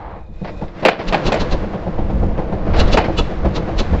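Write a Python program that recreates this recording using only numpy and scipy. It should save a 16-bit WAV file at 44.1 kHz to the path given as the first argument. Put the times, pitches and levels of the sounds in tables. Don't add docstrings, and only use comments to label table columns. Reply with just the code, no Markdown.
import sys
import numpy as np
from scipy import signal
from scipy.fft import rfft, irfft
from scipy.io import wavfile

SR = 44100
rng = np.random.default_rng(int(sys.argv[2]) if len(sys.argv) > 2 else 0)


def inscribe(sig):
    pcm = np.round(np.clip(np.atleast_2d(sig).T, -1, 1) * 32767)
    wavfile.write(sys.argv[1], SR, pcm.astype(np.int16))


N = 176400

# peak_s, hiss_db, stack_ring_db, body_db, pressure_wave_db, half_width_s
EXHAUST_PUFFS = [(1.087, -27, -30, -27, -12, 0.0068), (1.271, -25.5, -25, -13.5, -11, 0.012),
                 (1.411, -27.5, -36.5, -20.5, -13, 0.013), (1.525, -29, -38, -18.5, -8.5, 0.011),
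                 (2.771, -35, -37, -32, -31, 0.0087), (2.803, -23.5, -20.5, -15, -10, 0.0097),
                 (2.881, -32.5, -46, -20, -24, 0.0049), (2.935, -21.5, -20.5, -13.5, -7.5, 0.0099),
                 (3.188, -29, -18, -15, -9, 0.0085), (3.564, -28, -34, -19.5, -11, 0.011),
                 (3.796, -23, -23.5, -17.5, -8, 0.01)]
# frequency_hz, density_db
HISS_SPECTRUM = [(300, -36.5), (900, -16), (1600, 2.5), (2300, 1.5), (2900, 0), (4100, 7.5), (5000, -3),
                 (6300, -6.5), (7700, -20.5)]
PUFF_BODY_SPECTRUM = [(40, -17), (90, -0.5), (200, -2.5), (280, -3.5), (480, -5), (590, -2), (700, -9.5),
                      (950, -10.5), (2000, -32), (6000, -57)]
# pitch_hz, bandwidth_hz, level_db
STACK_MODES = [(1284, 48, 3), (2715, 70, 4), (2905, 110, 2.5), (3423, 55, 2), (3887, 57, -0.5),
               (4190, 57, -7)]
# start_s, level_db, treble_db, rebound_delay_s, rebound_db, hollow_hz, hollow_db
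COUPLING_BLOWS = [(.850, -6.5, 1.5, 0.033, -3, 520, -4.5), (1.124, -12, -0.5, .019, 2.5, 820, -8.5),
                  (1.319, -13, -5, .022, 1, 630, -1), (2.970, -10, -1, 0.0079, -10, 864, -1.5)]
# pitch_hz, level_db, t60_s
CRANKCASE_MODES = [(178.5, -7, 0.37), (330, 3.5, 0.81), (459.7, 11, 0.18), (612, 4.5, 0.61), (823, 1, 0.12),
                   (1030, -5.5, 0.13), (1474, -5, 0.32), (1630, 0, 0.22), (2086, -12, 0.49), (2440, 9, 0.1),
                   (2990, -1, 0.32)]
# start_s, level_db, treble_db
PISTON_CHUGS = [(.283, -25, -41), (0.412, -19, -25), (.611, -21.5, 1), (0.82, -24.5, 8),
                (1.248, -15.5, -24), (1.623, -23.5, -2), (1.73, -19.5, 1.5), (1.86, -16.5, -7),
                (1.977, -19, 0.5), (2.091, -22.5, 2), (2.222, -14.5, -6.5), (2.375, -17.5, 1),
                (2.520, -16.5, -1), (2.663, -14.5, -5), (3.079, -16.5, -2), (3.305, -27.5, 8.5),
                (3.444, -14.5, 2), (3.591, -15, -21), (3.675, -20.5, 2.5), (3.926, -19, 5)]
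# time_s, body_db, treble_db
CLATTER_LEVELS = [(0, -40, -55), (.17, -37.5, -68), (.26, -49, -72), (.39, -43.5, -54), (.5, -33.5, -54.5),
                  (.73, -38.5, -51.5), (.8, -32, -38.5), (.97, -32.5, -45.5), (1.1, -24, -34.5),
                  (1.4, -22.5, -34.5), (1.7, -27.5, -41.5), (2.05, -28, -45), (2.621, -25, -44.5),
                  (2.85, -18.5, -32.5), (3.12, -27, -38), (3.401, -26.5, -40), (3.749, -25, -40),
                  (4, -27, -36.5)]
# start_s, level_db, hold_s
VALVE_RUBS = [(.443, -27, 0.0074), (0.472, -30.5, 0.019), (0.678, -35, 0.0032), (0.747, -44, 0.025),
              (0.823, -26, 0.016), (0.988, -24, 0.023), (1.173, -29, 0.0074), (1.361, -23.5, 0.012),
              (2.733, -21, 0.076), (2.872, -27, 0.024), (3.038, -20, .013)]
# time_s, level_db
RASP_LEVELS = [(0, -34), (.05, -34), (.17, -37), (.26, -53.5), (.4, -74)]
SIZZLE_LEVELS = [(0, -66), (.28, -61.5), (.42, -56), (.65, -51.5), (.8, -67), (1.0, -91)]
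# pitch_hz, bandwidth_hz, level_db
SIZZLE_MODES = [(1970, 110, 4), (2480, 54, 10), (3096, 130, -8.5), (3600, 220, 3), (3850, 240, -1.5),
                (4800, 600, -10)]
# frequency_hz, density_db
CLACK_SPECTRUM = [(60, -26.5), (125, -15.5), (178, 3), (260, -7), (480, 1.5), (680, 6), (950, -4.5),
                  (1200, -7), (1650, -7.5), (2500, -8.5), (3300, -18), (4600, -20.5), (6000, -38.5),
                  (7700, -62)]
CHUG_SPECTRUM = [(60, -6.5), (130, 1), (200, 8), (260, -9), (320, 4), (400, -3), (500, 1.5), (740, -2.5),
                 (900, -9.5), (1300, -19), (2200, -28.5), (4000, -38), (7700, -56.5)]
CLATTER_BODY_SPECTRUM = [(60, -4), (130, 1.5), (195, 6), (265, -5.5), (320, 4), (390, -6), (490, 0.5),
                         (720, -5.5), (880, -10), (1050, -12), (1400, -20), (2500, -33), (7000, -61)]
CLATTER_TREBLE_SPECTRUM = [(400, -26), (1100, 4.5), (2100, -1), (3000, -7.5), (4400, -13), (5500, -18),
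                           (7700, -29)]
SCRAPE_SPECTRUM = [(100, -0.5), (300, 1.5), (650, 6), (1300, -8), (2000, -6.5), (3000, -16.5),
                   (5000, -21.5), (7700, -54)]
RASP_SPECTRUM = [(200, -23.5), (450, 0.5), (600, 2), (800, 6.5), (1150, 0), (1450, -8), (2100, -11.5),
                 (2800, -22), (4200, -29.5), (7000, -57)]
# time_s, level_db
WIND_LEVELS = [(0, -31.5), (.45, -28.5), (.72, -33.5), (1.0, -45), (1.25, -32.5), (1.53, -19.5),
               (1.75, -29.5), (1.95, -20.5), (2.25, -18.5), (2.501, -23), (2.7, -17), (2.84, -12.5),
               (3.02, -22), (3.3, -19), (3.65, -19.5), (3.88, -15.5), (4, -19)]
# peak_s, level_db, half_width_s
WASH_BURSTS = [(2.151, -17.5, 0.072), (2.269, -16, 0.07), (3.092, -16, 0.0058), (3.479, -14.5, 0.045),
               (3.942, -13, 0.044)]
# frequency_hz, density_db
WIND_SPECTRUM = [(8, 1.5), (18, -1.5), (27, 3), (40, -2), (70, -4), (110, -11.5), (200, -27), (500, -50.5),
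                 (2000, -78)]
WASH_SPECTRUM = [(20, -43.5), (50, 7.5), (80, 1.5), (120, -12.5), (190, -3.5), (300, -16.5), (800, -41),
                 (3000, -64.5)]

PUFF_WAVE_HZ, PUFF_WAVE_WIDTH_S, PUFF_WAVE_LAG_S = 27, 0.022, 0.008
BODY_LAG_S, BODY_WIDTH_RATIO, PUFF_TAIL_DB, PUFF_TAIL_T60_S = 0.011, 1.9, -19, 0.42
CLACK_RISE_S, CLACK_HOLD_S, CLACK_TAIL_DB, CASE_RING_DB = 0.002035, 0.0071, -3, -10
CRACK_DB, REBOUND_CRACK_DB, CRACKLE_DB, HOLLOW_WIDTH_HZ = 3, 18.5, 2, 82
TICKS_PER_S, TICK_SPREAD_DB, TICK_POWER_SHARE = 700, 0.5, 0.33
CLATTER_FLUTTER_DB, SIZZLE_FLICKER_DB, GUST_DB = -0.5, 2, 2
WASH_RATE_HZ, WASH_JITTER, WASH_NOISE_GAIN = 45, 0.15, 0.6
SHELF_HZ, MIC_BAND_HZ, OUTPUT_BAND_HZ, CEILING, KNEE_SHARPNESS = 625, 7750, 16000, 0.95, 23


def exhaust_puffs():
    t = clock()
    hiss, ring, body, wave = np.zeros((4, N))
    for peak_s, hiss_db, ring_db, body_db, wave_db, width_s in EXHAUST_PUFFS:
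        age = t - peak_s
        swell = np.exp(1 - np.hypot(1, np.sqrt(2) * age / width_s))
        flow = swell + amp(PUFF_TAIL_DB) * envelope(age, width_s, 0, PUFF_TAIL_T60_S)
        hiss += amp(hiss_db) * flow
        ring += amp(ring_db) * flow
        body += amp(body_db) * np.exp(-((age - BODY_LAG_S) / (BODY_WIDTH_RATIO * width_s)) ** 2)
        wave_age = age - PUFF_WAVE_LAG_S
        window = np.exp(-(wave_age / PUFF_WAVE_WIDTH_S) ** 2)
        wave -= amp(wave_db) * np.sin(2 * np.pi * PUFF_WAVE_HZ * wave_age) * window
    hiss_noise, ring_noise, body_noise = rng.standard_normal((3, N))
    jet = colour(hiss * hiss_noise, HISS_SPECTRUM)
    stacks = resonances(ring * ring_noise, STACK_MODES)
    return jet + stacks + colour(body * body_noise, PUFF_BODY_SPECTRUM) + wave


def coupling_clacks():
    out, t = np.zeros(N), clock(SR // 2)
    for start_s, level_db, treble_db, delay_s, rebound_db, hollow_hz, hollow_db in COUPLING_BLOWS:
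        snap = envelope(t, CLACK_RISE_S, CLACK_HOLD_S, t60_s=0.076)
        rebound = amp(rebound_db) * envelope(t - delay_s, CLACK_RISE_S, hold_s=0.00084, t60_s=0.077)
        tail = amp(CLACK_TAIL_DB) * envelope(t, CLACK_RISE_S, CLACK_HOLD_S, t60_s=0.26)
        crackle = unit(amp(CRACKLE_DB * drift(rate_hz=254)))[:len(t)]
        force = np.sqrt(snap ** 2 + rebound ** 2 + tail ** 2) * crackle * rng.standard_normal(len(t))
        add(force, CLACK_RISE_S, amp([CRACK_DB]))
        add(force, CLACK_RISE_S + delay_s, amp([REBOUND_CRACK_DB + rebound_db]))
        bark = resonances(np.hypot(snap, rebound) * rattle(len(t)), [(hollow_hz, HOLLOW_WIDTH_HZ, 0)])
        blow = colour(force, CLACK_SPECTRUM, treble_db)
        ring = amp(CASE_RING_DB) * crankcase(force)
        add(out, start_s, amp(level_db) * (amp(hollow_db) * bark + blow + ring))
    return out


def crankcase(force):
    t = clock(SR // 2)
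    ring = sum(amp(db) * np.exp(-np.log(1000) * t / t60_s) * np.sin(2 * np.pi * hz * t)
               for hz, db, t60_s in CRANKCASE_MODES)
    return signal.oaconvolve(force, ring / np.linalg.norm(ring))[:len(force)]


def piston_chugs():
    out, t = np.zeros(N), clock(SR // 3)
    for start_s, level_db, treble_db in PISTON_CHUGS:
        force = amp(level_db) * envelope(t, rise_s=0.0047, hold_s=0.014, t60_s=0.13) * rattle(len(t))
        add(out, start_s, colour(force, CHUG_SPECTRUM, treble_db))
    return out


def gear_clatter():
    time_s, body_db, treble_db = np.transpose(CLATTER_LEVELS)
    flutter_db = CLATTER_FLUTTER_DB * drift(rate_hz=31)
    body = rattle(N) * amp(np.interp(clock(), time_s, body_db) + flutter_db)
    treble = rattle(N) * amp(np.interp(clock(), time_s, treble_db) + flutter_db)
    return colour(body, CLATTER_BODY_SPECTRUM) + colour(treble, CLATTER_TREBLE_SPECTRUM)


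def valve_scrapes():
    level = sum(amp(db) * envelope(clock() - start_s, rise_s=0.005, hold_s=hold_s, t60_s=0.11)
                for start_s, db, hold_s in VALVE_RUBS)
    return colour(level * rattle(N), SCRAPE_SPECTRUM)


def hand_turning():
    rasp = colour(rattle(N) * amp(contour(RASP_LEVELS)), RASP_SPECTRUM)
    sizzle_db = contour(SIZZLE_LEVELS) + SIZZLE_FLICKER_DB * drift(rate_hz=17)
    return rasp + resonances(rattle(N) * amp(sizzle_db), SIZZLE_MODES)


def propeller_wash():
    bursts = sum(amp(db) * np.exp(-((clock() - peak_s) / width_s) ** 2)
                 for peak_s, db, width_s in WASH_BURSTS)
    cycles = np.cumsum(WASH_RATE_HZ * (1 + WASH_JITTER * drift(rate_hz=30))) / SR
    eddies = unit(np.diff(np.floor(cycles), prepend=0))
    return bursts * unit(colour(eddies + WASH_NOISE_GAIN * rng.standard_normal(N), WASH_SPECTRUM))


def wind():
    rumble = unit(colour(rng.standard_normal(N), WIND_SPECTRUM))
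    return rumble * amp(contour(WIND_LEVELS) + GUST_DB * drift(rate_hz=5.4))


def rattle(size):
    hits = (rng.random(size) < TICKS_PER_S / SR) * rng.choice([-1, 1], size)
    ticks = unit(hits * amp(TICK_SPREAD_DB * np.minimum(rng.exponential(1, size), np.pi)))
    return np.sqrt(TICK_POWER_SHARE) * ticks + np.sqrt(1 - TICK_POWER_SHARE) * rng.standard_normal(size)


def resonances(x, modes):
    t = clock(SR // 8)
    ring = sum(amp(db) * np.sqrt(width_hz) * np.exp(-np.pi * width_hz * t) * np.cos(2 * np.pi * hz * t)
               for hz, width_hz, db in modes)
    return signal.oaconvolve(x, ring / np.linalg.norm(ring))[:len(x)]


def colour(x, spectrum, treble_db=0):
    size = 8192
    hz = abs(np.fft.fftfreq(size, 1 / SR)) + 1
    points_hz, points_db = np.transpose(spectrum)
    shelf = amp(treble_db / (1 + (SHELF_HZ / hz) ** 2))
    gain = unit(amp(np.interp(np.log(hz), np.log(points_hz), points_db))) * shelf
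    taps = np.fft.ifft(np.exp(np.conj(signal.hilbert(np.log(gain)))))
    return signal.oaconvolve(x, taps.real[:size // 2])[:len(x)]


def drift(rate_hz):
    roll_off = np.exp(-(np.fft.rfftfreq(N, 1 / SR) / rate_hz) ** 2)
    return unit(irfft(rfft(rng.standard_normal(N)) * roll_off, N))


def envelope(t, rise_s, hold_s, t60_s):
    return np.clip(t / rise_s, 0, 1) * np.exp(-np.log(1000) * np.maximum(t - rise_s - hold_s, 0) / t60_s)


def contour(points):
    return np.interp(clock(), *np.transpose(points))


def add(mix, start_s, sound):
    part = mix[round(start_s * SR):][:len(sound)]
    part += sound[:len(part)]


def amp(db):
    return 10 ** (np.asarray(db) / 20)


def unit(x):
    return x / np.sqrt(np.mean(x ** 2) + 1e-20)


def clock(size=N):
    return np.arange(size) / SR


def low_pass(x, hz):
    return signal.oaconvolve(x, signal.firwin(511, hz, window=("kaiser", 9), fs=SR)[None], "same")


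def scene():
    engine = exhaust_puffs() + coupling_clacks() + piston_chugs()
    mechanism = gear_clatter() + valve_scrapes() + hand_turning()
    return (engine + mechanism + propeller_wash() + wind())[None]


def record(dry):
    narrow = low_pass(np.pad(dry, ((0, 0), (0, 512))), MIC_BAND_HZ)
    clipped = narrow / (1 + abs(narrow / CEILING) ** KNEE_SHARPNESS) ** (1 / KNEE_SHARPNESS)
    return low_pass(clipped, OUTPUT_BAND_HZ)[:, :N]


dry = scene()
out = record(dry)
inscribe(out)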